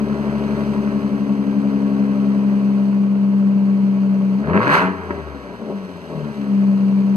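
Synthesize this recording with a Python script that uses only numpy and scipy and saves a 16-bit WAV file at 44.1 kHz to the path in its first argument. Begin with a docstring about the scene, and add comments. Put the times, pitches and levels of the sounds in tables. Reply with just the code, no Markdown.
"""Concrete yard, just behind the tailpipes of an idling six-cylinder car with an open exhaust.
Firing pulses and gas puffs ring the pipe. Uneven cylinders make the idle lope; it then sinks onto
the pipe's resonance near 200 Hz and drones. One throttle blip rasps and hisses, unburnt fuel pops,
the engine burbles as it runs down, and the drone returns. Walls scatter the sound; air rumbles faintly."""
import sys
import numpy as np
from scipy import signal
from scipy.fft import rfft, irfft
from scipy.io import wavfile
from scipy.ndimage import uniform_filter1d

SR = 44100
rng = np.random.default_rng(int(sys.argv[2]) if len(sys.argv) > 2 else 0)


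def generate_wav(signal):
    """Clip the signal to [-1, 1] and save it as 16-bit WAV at the path in sys.argv[1]."""
    frames = np.transpose(np.atleast_2d(signal))
    scaled = np.clip(frames, -1, 1) * 32767
    pcm = np.round(scaled).astype(np.int16)
    wavfile.write(sys.argv[1], SR, pcm)


N = 315756
TIME_S = np.arange(N) / SR
BINS_HZ = np.fft.rfftfreq(N, 1 / SR)
IDLE_HZ = 66  # settled firing rate
NOTE_MULTIPLES, DRONE_MULTIPLE = (.5, 1, 2, 3, 4), 3  # of the firing rate

# engine speed: t/s, firing rate/Hz
SPEED = [(0, 70.8), (.5, 70.9), (1.4, 68.8), (2, 68.15), (3, 66.55), (4, 65.55), (4.35, 64.7), (4.47, 73),
         (4.6, 107), (4.8, 178), (4.89, 190), (5.5, 122), (5.75, 100), (6.07, 80.5), (6.4, 69.1),
         (6.55, 66.3), (6.8, 65.4), (7.16, 65.9)]
# throttle: t/s, opening/0-1
THROTTLE = [(4.4, 0), (4.52, 0.71), (4.78, 0.53), (4.92, 0.11), (6.2, 0), (6.5, 0)]
# throb once per engine cycle: t/s, depth/dB, phase/cycles
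LOPE = [(0, -8.5, 0.4), (.6, -12.5, 0.2), (1.1, -5.5, 0.39), (1.5, -10, 0.43), (2.3, -17, 0.5),
        (3, -37.5, 0.7), (7.1, -33.5, 0.9)]
# cylinders in firing order: strength/dB, lag/firing gaps
CYLINDERS = [(1.6, -0.0516), (2.5, -0.1076), (-6.5, 0.251), (1.5, -0.065), (2, 0.037), (1, -0.078)]
N_CYL = len(CYLINDERS)


def low_notes(firings, build_s=.04, coast_span_hz=44, sputter_db=2):
    """Firing tones boom as they cross resonances; uneven cylinders make the drone throb."""
    # per note: base level/dB, load slope/(dB/dB), speed slope/(dB/octave)
    laws = [(-59, -0.85, 10.5), (-57.5, 1.3, 4), (-44.5, 1, 6), (-32.5, 0.78, -10), (-28.5, 1.05, -14)]
    # exhaust transfer: f/Hz, gain/dB
    colour = [(30, -38.5), (50, -16.5), (62, -4), (73, 10.5), (130, 4), (170, -11), (245, -15.5),
              (330, -24), (400, -3), (700, -48)]
    # resonances: f/Hz, width/Hz, peak/dB
    booms = [(152.7, 8.3, 13), (197.4, 54.6, 27.5), (198.56, 7, 4.5), (274.3, 13.9, 18)]
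    depth_db, phase = curves(LOPE)
    rate_hz, surge_db = curves(SPEED)[0], surges_db()[0]
    coasting = np.clip((rate_hz - IDLE_HZ) / coast_span_hz, 0, 1) * (1 - throttle()) ** 2
    cycle = np.exp(2j * np.pi * (firings / N_CYL - phase))
    throb = 1 + amp(depth_db) * (1 / cycle + .5 * cycle)
    out = np.zeros(N)
    for k, law in zip(NOTE_MULTIPLES, laws):
        boom_db = uniform_filter1d(response_db(colour, booms, k * rate_hz), int(build_s * SR))
        waver_db = ((-1 if k < 1 else 1) + sputter_db * coasting) * wander(28)
        db = level_db(*law) + boom_db + (k > 1) * surge_db + waver_db
        tone = amp(db) * np.exp(2j * np.pi * k * firings)
        out += (tone * throb if k == DRONE_MULTIPLE else tone).real
    return np.sqrt(2) * out


def exhaust(firings):
    """Burble, rasp and hiss; gas rushes when the throttle is open at speed."""
    # hiss trend: t/s, level/dB
    hiss_trend = [(0, -55.5), (.6, -52.5), (1.2, -56), (2.8, -56.5), (3.1, -59.5), (4.35, -58),
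                  (5.4, -59.5), (6.4, -56.5), (7.1, -57)]
    rush = (throttle() * racing()) ** 2
    _, burble_surge, rasp_surge, hiss_surge = surges_db()
    burble_db = level_db(-32, per_load=.97, per_octave=-3) + burble_surge - .5 * rush
    rasp_db = level_db(-42.5, per_load=.94, per_octave=1.8) + rasp_surge + 43.5 * rush
    hiss_db = curves(hiss_trend)[0] + 9 + hiss_surge + 65.5 * rush
    train = pulses(firings)
    pushes = pipe(chambers(train))
    return (amp(burble_db) * burble(firings, pushes)
            + amp(rasp_db) * rasp(firings, train, pushes)
            + amp(hiss_db) * hiss(firings))


def pulses(firings, jitter_gaps=.007, harmonics=170):
    """Uneven pushes fill the lines between the low notes; at speed each bank of three sings."""
    strength_db, lag = np.transpose(CYLINDERS)
    sputter_db = (.7 + 4 * racing() * (1 - throttle())) * np.clip(wander(50), -2, 2)
    bank_gain = 1 + 2.2 * racing() * (.12 + .88 * throttle())
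    cycle = np.exp(2j * np.pi * (firings + jitter_gaps * wander(36)) / N_CYL)
    firing_phase = (np.arange(N_CYL) + lag) / N_CYL
    out = np.zeros(N, complex)
    for k in range(harmonics, 0, -1):  # Horner sum, skipping the low notes and the throb's sidebands
        if k / N_CYL not in NOTE_MULTIPLES and abs(k - N_CYL * DRONE_MULTIPLE) > 1:
            line = np.sum(amp(strength_db) * np.exp(-2j * np.pi * k * firing_phase))
            out += line * bank_gain if k % (N_CYL // 2) == 0 else line
        out *= cycle
    return unit_rms(out.real) * amp(sputter_db)


def puffs(firings, steady, decay_gaps, scatter_db):
    """Each firing vents a puff of turbulent gas of random size."""
    index = firings.astype(int)
    scatter = np.clip(rng.standard_normal(N), -2, 2)[index]
    size_db = np.transpose(CYLINDERS)[0][index % N_CYL] + scatter_db * scatter
    gate = steady + amp(size_db) * np.exp(-(firings % 1) / decay_gaps)
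    return rng.standard_normal(N) * gate / np.sqrt(uniform_filter1d(gate ** 2, 5000))


def burble(firings, pushes):
    """Low band of pushes and soft puffs; at idle its top chuffs once per engine cycle."""
    soft = pipe(puffs(firings, steady=1, decay_gaps=1, scatter_db=-2.5))
    low = levelled(band(pushes, 60, 720), firings) + amp(-6) * levelled(band(soft, 50, 720), firings)
    top = irfft(rfft(low) * np.exp(-((BINS_HZ - 590) / 75) ** 4), N)
    depth = (.22 + .7 * amp(curves(LOPE)[0])) * (1 - racing())
    chuff = depth * np.cos(2 * np.pi * (firings / N_CYL - .08))
    return levelled(low + chuff * top, firings)


def rasp(firings, train, pushes):
    """Open throttle sharpens the puffs, and each push's steep front leaves the pipe as a bark."""
    opening = throttle()
    bark = opening * levelled(band(pipe(train), 1080, 2500), firings)
    blare = .8 * bark + .35 * levelled(band(pushes, 900, 3000), firings)
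    sharp = puffs(firings, steady=.08 + 1.2 * (1 - opening), decay_gaps=.17, scatter_db=2.5 + 1.5 * opening)
    grit = levelled(band(pipe(sharp), 920, 3400), firings)
    return levelled(blare + grit, firings)


def hiss(firings):
    """Treble of the gas jet; open throttle adds bite."""
    jet = pipe(puffs(firings, steady=.12 + 2 * (1 - throttle()), decay_gaps=.35, scatter_db=3))
    bite = amp(3) * throttle() * band(jet, 4000, 5300, order=1)
    return levelled(band(jet, 3180, SR / 2) + bite, firings)


def pops(blast_s=.0002, spit_s=.0035, size=8192):
    """Unburnt fuel fires in the pipe: a short blast with a spit of gas."""
    # t/s, peak/dB, upper band gain/dB
    backfires = [(.28, -23, 0), (.57, -23, 0), (.875, -22, 0), (4.211, -26, -3), (4.541, -13, 0),
                 (4.574, -11, -3), (4.616, -8, 3), (4.672, -9, 3), (4.699, -8, 4), (5.106, -11, 5),
                 (5.109, -12, 4), (5.179, -23, -6), (5.5, -29, -8), (5.668, -25, -6), (5.699, -22, -12),
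                 (6.207, -24, -6)]
    out, t = np.zeros(N + size), np.arange(size) / SR
    for start_s, peak_db, bright_db in backfires:
        spit = .45 * np.exp(-t / spit_s) * rng.standard_normal(size)
        ring = pipe(np.exp(-t / blast_s) + spit)
        pop = band(ring, 80, 800, order=2) + amp(bright_db) * band(ring, 850, 2300, order=2)
        out[round(start_s * SR):][:size] += amp(peak_db) * pop / np.abs(pop).max()
    return out[:N]


def pipe(x, size=16384):
    """Standing waves ring on after each push (minimum phase)."""
    # broad exhaust colour: f/Hz, gain/dB
    colour = [(20, -28.5), (45, -30.5), (75, -7), (130, -7.5), (200, 6.5), (270, -4), (350, 1.5), (600, -5),
              (780, -4), (1100, -4), (1700, -11.5), (2700, -15.5), (3300, -24.5), (7000, -37),
              (15000, -46.5)]
    # standing waves: f/Hz, width/Hz, peak/dB
    modes = [(106.4, 4.3, 17.5), (153, 4.4, 9.5), (192.4, 30, 8), (232, 8.8, 3), (284, 21, 15.5),
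             (319, 6.4, 2.5), (395.7, 45, 11), (432.8, 18, 8.5), (501.2, 12, 10.5), (585.8, 30.3, 13.5),
             (645.6, 15, 12), (830, 120, 1.5), (969, 120, 7.5), (1102, 77, 4), (1114, 16, 3.5),
             (1287, 47, 4.5), (1612, 260, 9.5), (1904, 390, 5.5), (2540, 330, 1), (4070, 790, 2.5),
             (6000, 330, 2.5)]
    hz = np.fft.rfftfreq(size, 1 / SR)
    db = response_db(colour, modes, hz)
    log_gain = np.log(amp(np.r_[db, db[-2:0:-1]]))
    ring = irfft(np.exp(np.conj(signal.hilbert(log_gain)))[:len(hz)])
    return signal.oaconvolve(x, ring[:size // 2])[:len(x)]


def chambers(x, echo=.5):
    """Bounces in the pipe's chambers draw each push into a short train (all-pass)."""
    spectrum = rfft(x)
    for round_trip_s in (.0023, .0041, .0067):
        delay = np.exp(-2j * np.pi * BINS_HZ * round_trip_s)
        spectrum = spectrum * (delay - echo) / (1 - echo * delay)
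    return irfft(spectrum, N)


def level_db(base_db, per_load, per_octave):
    """A layer's level follows engine load and speed."""
    # engine load: t/s, load/dB
    load = [(0, 4), (.6, 5), (1.25, 0.6), (2, 1.5), (2.6, 0.5), (3.1, -2.5), (4.4, -1.5), (4.51, 13),
            (4.6, 13), (4.855, 14.5), (4.97, 4.5), (5.45, -2.2), (6, -4), (6.55, -1.7), (7.16, -1.8)]
    return base_db + per_load * curves(load)[0] + per_octave * np.log2(curves(SPEED)[0] / IDLE_HZ)


def surges_db():
    """Combustion surges or falters: one gain curve per layer."""
    # t/s, half length/s, upper notes/dB, burble/dB, rasp/dB, hiss/dB
    surges = [(4.445, .013, -5, -2, 5.5, 0), (4.563, .035, -0.5, 2, 8, 1.5), (4.632, 0.015, -3, -4, 5.5, 5),
              (4.727, 0.031, -1, 2, 3, 3.5), (5.126, 0.074, 7, 4.5, -0.5, 0.5),
              (5.503, 0.037, 6, 4.5, 1, 0), (5.629, 0.027, 12, 4.5, -2, -1.5),
              (5.703, 0.039, 3, 9, -1.5, 0), (6.146, .055, 3.5, 7.5, 0.5, 0), (6.259, .055, 8, 2, 3.5, 0),
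              (6.342, .017, -9.5, -3, 1, 1.5), (6.455, .02, -5.5, -0.5, 4, 0)]
    return sum(np.outer(db, np.exp(-((TIME_S - s) / half_s) ** 2)) for s, half_s, *db in surges)


def mic_ports(x):
    """Direct sound reaches two ports at different times and strengths."""
    # f/Hz, left lead/rad
    lead = [(0, -.6), (200, -.55), (500, -.35), (830, -.15), (950, -.55), (1380, -.75), (1600, -3.2),
            (1850, -3.6), (2400, -5.4), (2680, -5.5), (3570, -9.42), (16200, -53.4)]
    # f/Hz, left minus right/dB
    balance = [(60, 6.5), (140, 7.5), (200, 3), (280, 8), (420, 3), (700, 1), (1100, 0.5), (1450, -5),
               (1900, -1), (2700, 0.5), (3500, -0.5)]
    tilt = amp(log_interp(balance, BINS_HZ) / 2)
    left = tilt * np.exp(.5j * np.interp(BINS_HZ, *np.transpose(lead)))
    return irfft(rfft(x) * np.array([left, 1 / left]), N)


def yard(x, t60_s=.27, wet_db=-10, gap_s=.004, size=16000):
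    """Concrete and walls scatter the upper sound back, differently per side."""
    t = np.arange(size) / SR
    tail = rng.standard_normal((2, size)) * amp(-60 * t / t60_s) * (t > gap_s)
    tail /= np.linalg.norm(tail, axis=1, keepdims=True)
    return amp(wet_db) * signal.oaconvolve(band(x, 540, 18000)[None], tail, axes=1)[:, :N]


def air_rumble(db=-63.5, gust_db=2):
    """Moving air rumbles at one port."""
    noise = unit_rms(band(rng.standard_normal(N), 14, 120, order=2))
    return noise * amp(db + gust_db * wander(3))


def throttle():
    return curves(THROTTLE)[0]


def racing():
    """Speed above idle, 0-1."""
    return np.clip((curves(SPEED)[0] - 72) / 90, 0, 1)


def levelled(x, firings):
    """Unit power over two engine cycles; the beat within a cycle stays."""
    energy = np.cumsum(x ** 2)
    ahead, behind = (np.interp(firings + d, firings, np.arange(N)) for d in (N_CYL, -N_CYL))
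    power = (energy[ahead.astype(int)] - energy[behind.astype(int)]) / (ahead - behind)
    return x / np.sqrt(power + 1e-20)


def response_db(colour, modes, hz):
    """Resonance peaks on a broad colour."""
    peaks_db = sum(db / (1 + (2 * (hz - f) / width) ** 2) for f, width, db in modes)
    return log_interp(colour, hz) + peaks_db


def wander(rate_hz):
    """Slow random drift, rms 1."""
    return unit_rms(irfft(rfft(rng.standard_normal(N)) / (1 + (BINS_HZ / rate_hz) ** 4), N))


def curves(rows):
    """Table columns interpolated over time."""
    times_s, *columns = np.transpose(rows)
    return [np.interp(TIME_S, times_s, column) for column in columns]


def log_interp(points, hz):
    f, value = np.transpose(points)
    return np.interp(np.log(hz + 1), np.log(f), value)


def band(x, lo_hz, hi_hz, order=3):
    sos = signal.butter(order, [lo_hz, min(hi_hz, .49 * SR)], "band", fs=SR, output="sos")
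    return signal.sosfilt(sos, x)


def amp(db):
    return 10 ** (np.asarray(db) / 20)


def unit_rms(x):
    return x / np.sqrt(np.mean(np.abs(x) ** 2) + 1e-20)


def scene():
    firings = np.cumsum(curves(SPEED)[0]) / SR  # running count
    car = pops() + low_notes(firings) + exhaust(firings)
    return mic_ports(car) + yard(car) + np.array([air_rumble(), air_rumble()])


def record(dry):
    """Low-pass at 15.2 kHz."""
    taps = signal.firwin(511, 15200, window=("kaiser", 9), fs=SR)
    return signal.oaconvolve(dry, taps[None], "same")


dry = scene()
out = record(dry)
generate_wav(out)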